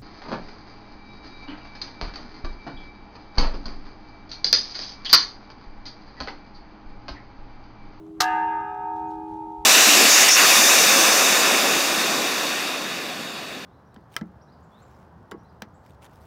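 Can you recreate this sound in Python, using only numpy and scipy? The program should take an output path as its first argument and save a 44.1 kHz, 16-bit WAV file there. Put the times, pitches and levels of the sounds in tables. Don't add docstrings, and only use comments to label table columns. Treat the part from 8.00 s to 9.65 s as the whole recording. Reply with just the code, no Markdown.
import sys
import numpy as np
from scipy import signal
from scipy.fft import rfft, irfft, next_fast_len
from scipy.io import wavfile
from scipy.ndimage import map_coordinates

SR = 44100
rng = np.random.default_rng(int(sys.argv[2]) if len(sys.argv) > 2 else 0)


def generate_wav(signal):
    frames = np.transpose(np.atleast_2d(signal))
    scaled = np.clip(frames, -1, 1) * 32767
    pcm = np.round(scaled).astype(np.int16)
    wavfile.write(sys.argv[1], SR, pcm)


N = 72765
STRIKE_S = .203

# (pitch [Hz], level [dB], ring time [s], twin's offset [Hz], twin's strength [0-1], time of a dip [s])
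TONE_PAIRS = [ (741.4, -25.5, 3.6, -1.25, .6, .58), (855.5, -30.5, 8.3, 1.96, .15, .62),
              (918.9, -22.6, 5, 1.95, .42, .72), (1225.7, -33.3, 1.9, 3.45, .55, .47),
              (1275.5, -37, 3.2, -1.1, .45, .4), (1517.2, -35.4, 1.9, 4, .3, .22),
              (1595, -35.7, 1.7, -6.2, .35, .3), (1624.9, -32.8, 1.5, -8.3, .65, .32),
              (1666.6, -31.1, 1.56, 7.5, .8, .2), (1747.2, -34.6, 1.34, 6.8, .8, .21),
              (1872, -42.5, 1.24, 8.8, .65, .27), (2060.6, -38.9, 1.32, 4.4, .25, .25),
              (2321.9, -50.2, 1.73, 6.4, .35, .31), (2492, -51.5, 3, 5.5, .35, 0.78),
              (2635, -45.5, 0.92, 0.5, 0.6, 1), (2737, -45, 1.4, 1.4, 0, .3),
              (2756.2, -41, .95, 5.5, .25, .37), (2850, -48, 1.3, 5.5, 0.7, 0.4)]
# (pitch [Hz], level [dB], ring time [s])
OVERTONES = [(1050, -53, 3), (1212, -47, 3.5), (2960, -52.5, 0.64), (3122, -53.5, 1.2), (3300, -59, 1.5),
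             (3610, -59.5, 1.1), (3620, -64.5, 2.4), (3903, -62.5, 1.1), (4000, -28.5, 0.11),
             (4120, -61.5, 0.87), (4600, -62.5, 0.93), (5310, -68.5, 1.9)]
# (pitch [Hz], greatest level of a tone [dB])
SHIMMER_LEVELS = [(2900, -61), (4000, -62), (6500, -64.5), (9000, -76), (14000, -77.5)]
# (pitch [Hz], level [dB], twin's offset [Hz], twin's strength [0-1], time of a dip [s])
HUM_PAIRS = [(319.44, -40, -1.044, 0.72, 0.76), (407.2, -44, .55, 0.2, 1.65)]
# (time [s], peak level [dB])
CONTACTS = [(.2029, -26), (.206, -7.5), (.2092, -3.5), (.2168, -13), (.22, -8), (.2333, -20), (.2428, -20)]
# (frequency [Hz], relative level [dB])
RATTLE_COLOUR = [(60, -50.5), (200, -23), (500, -11), (800, -6.5), (1000, -7), (1190, 9), (1420, -6),
                 (1750, 1), (2400, -15), (3500, -5), (4200, -4), (6300, -9.5), (8000, -15.5), (10500, -19),
                 (13000, -16.5), (16000, -29.5)]
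# (frequency [Hz], ring time [s])
RATTLE_RING_TIMES = [(300, .16), (1200, 0.11), (2500, .13), (5000, .11), (13000, 0.11)]
# (frequency [Hz], relative level [dB])
ECHO_COLOUR = [(80, -50), (300, -24.5), (550, -17.5), (750, 4), (1200, -6.5), (1700, -5), (2200, -16),
               (2800, -14.5), (4000, -27), (8000, -39), (14000, -50)]
# (start [s], decay time [s], level [dB])
RUBS = [(.95, .05, -65.5), (1.1, .05, -64.5), (1.275, .09, -69)]
# (frequency [Hz], relative level [dB])
RUB_COLOUR = [(500, -13), (1500, -3), (3800, 1.5), (7000, -9.5), (15000, -17.5)]
# (time [s], level [dB])
TICKS = [(0.067, -53), (.565, -52.5), (.61, -52.5), (0.747, -51), (.94, -54), (0.96, -52.5), (0.977, -58),
         (.998, -51), (1.113, -50.5), (1.157, -53), (1.295, -57), (1.34, -51.5), (1.371, -54.5),
         (1.522, -51.5)]
# (pitch [Hz], relative level [dB], ring time [s])
TICK_TONES = [(3707, -8, .005), (5940, -5, 0.0033), (11800, -15, .004)]
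# (frequency [Hz], relative level [dB])
RUMBLE_COLOUR = [(20, -27), (45, -2.5), (80, -1.5), (130, -5.5), (175, -0.5), (240, -10.5), (350, -9.5),
                 (480, -21), (650, -13), (1000, -16.5), (1200, -21.5), (1500, -28), (2200, -35.5),
                 (4000, -60)]
# (time [s], half-width [s], level [dB])
PUFFS = [(1.17, 0.031, -53), (1.335, 0.021, -45.5), (1.61, 0.027, -43.5)]
# (frequency [Hz], relative level [dB])
PUFF_COLOUR = [(20, -25), (40, -4), (58, 0.5), (80, -9.5), (160, -29.5), (500, -52.5), (2000, -90.5)]
# (frequency [Hz], relative level [dB])
AIR_COLOUR = [(1180, -33.5), (2000, -6.5), (2760, -5), (3170, -4), (4990, -10.5), (5630, -11.5),
              (16000, -20)]


def cylinder(rise_s=.00069, pair_waver_db=1.24, overtone_waver_db=2.5):
    t = since(STRIKE_S)
    body = 0
    for hz, db, ring_s, beat_hz, twin, dip_s in TONE_PAIRS:
        loudness = amp(db + pair_waver_db * wobble(30)) * fade(t, ring_s)
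        body += loudness * beating_pair(t, hz, beat_hz, twin, dip_s - STRIKE_S)
    highs = shimmer(t)
    overtones = sum(ring([tone], t) * amp(overtone_waver_db * wobble(12)) for tone in OVERTONES)
    return (body + overtones + highs) * rise(t, rise_s)


def shimmer(t, count=100, band_hz=(2900, 14000), typical_ring_s=.55):
    place, size, life, flip = rng.random((count, 4)).T
    pitches = np.interp((np.arange(count) + place) / count, [0, 1], np.sqrt(band_hz)) ** 2
    gains = amp(along(SHIMMER_LEVELS, pitches) + 2.7 * (size - 1)) * np.sign(flip - .5)
    ring_times = typical_ring_s * (.5 + life)
    return sum(gain * fade(t, ring_s) * np.sin(2 * np.pi * hz * t)
               for hz, gain, ring_s in zip(pitches, gains, ring_times))


def hum(before_blow_db=-2):
    lift = amp(before_blow_db * np.exp(-since(STRIKE_S) / .081))
    return lift * sum(amp(db) * beating_pair(since(0), hz, beat_hz, twin, dip_s)
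                      for hz, db, beat_hz, twin, dip_s in HUM_PAIRS)


def rattle(level_db=-15.5, rise_s=.00046, treble_lag_s=.001):
    hz, times, bands = signal.stft(noise(RATTLE_COLOUR), SR, nperseg=256)
    bands = bands * fade(np.maximum(times - STRIKE_S, 0), along(RATTLE_RING_TIMES, hz)[:, None])
    shaking = signal.istft(bands, SR, nperseg=256)[1][:N]
    lows = filtered(shaking, lambda f: 1 / (1 + (f / 2200) ** 6))
    treble = (shaking - lows) * rise(since(STRIKE_S + treble_lag_s), rise_s)
    return amp(level_db) * (lows * rise(since(STRIKE_S), rise_s) + treble)


def mallet(click_hz=5200, click_s=.00017, burst_gain_db=-16.5, burst_s=.02):
    t = since(0)
    clicks = sum(swells([(s, click_s, db)]) * np.cos(2 * np.pi * click_hz * (t - s))
                 for s, db in CONTACTS)
    bursts = sum(amp(db + burst_gain_db) * (t > s) * fade(since(s), burst_s) for s, db in CONTACTS)
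    return clicks + bursts * noise(RATTLE_COLOUR)


def yard(level_db=-41.5, ring_s=1.3):
    t = since(STRIKE_S)
    return amp(level_db) * noise(ECHO_COLOUR) * fade(t, ring_s) * rise(t, .0069)


def wheel(grain_db=3, squeak_hz=6700):
    strokes = sum(amp(db) * rise(since(s), .008) * np.exp(-since(s) / decay) for s, decay, db in RUBS)
    rubbing = unit(noise(RUB_COLOUR) * amp(grain_db * wobble(160))) * strokes
    squeak = swells([(1.09, .014, -70.5)]) * np.sin(2 * np.pi * squeak_hz * since(0) + wobble(100))
    ticks = sum(amp(db) * ring(TICK_TONES, since(s)) for s, db in TICKS)
    return rubbing + squeak + ticks


def outdoors(rumble_db=-51, sway_db=1.9, air_db=-74):
    rumble = amp(rumble_db + sway_db * wobble(23)) * noise(RUMBLE_COLOUR)
    breeze = swells(PUFFS) * noise(PUFF_COLOUR)
    return rumble + breeze + amp(air_db) * noise(AIR_COLOUR)


def beating_pair(t, hz, beat_hz, twin, dip_s):
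    phase = 2 * np.pi * (hz * t + rng.random())
    return np.sin(phase) - twin * np.sin(phase + 2 * np.pi * beat_hz * (t - dip_s))


def ring(tones, t):
    return sum(amp(db) * fade(t, ring_s) * np.sin(2 * np.pi * hz * t) for hz, db, ring_s in tones)


def swells(rows):
    return sum(amp(db) * np.exp(-((since(0) - s) / width) ** 2) for s, width, db in rows)


def since(s):
    return np.maximum(np.arange(N) / SR - s, 0)


def rise(t, rise_s):
    return 1 - np.exp(-t / rise_s)


def fade(t, ring_s):
    return np.exp(-np.log(1000) * t / ring_s)


def wobble(rate):
    return map_coordinates(rng.standard_normal(256), [np.arange(N) * rate / SR + 2])


def noise(colour):
    return unit(filtered(rng.standard_normal(N), lambda hz: amp(along(colour, hz))))


def filtered(x, response):
    size = next_fast_len(N + SR // 2)
    return irfft(rfft(x, size) * response(np.fft.rfftfreq(size, 1 / SR)), size)[:N]


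def along(points, hz):
    frequencies, values = np.transpose(points)
    return np.interp(np.log(hz + 1), np.log(frequencies + 1), values)


def amp(db):
    return 10 ** (np.asarray(db) / 20)


def unit(x):
    return x / np.sqrt(np.mean(x ** 2) + 1e-20)


def scene():
    return (cylinder() + hum() + rattle() + mallet() + yard() + wheel() + outdoors())[None]


def record(dry):
    top_hz = 15950
    return filtered(dry[0], lambda hz: 1 / np.sqrt(1 + (hz / top_hz) ** 200))[None]


dry = scene()
out = record(dry)
generate_wav(out)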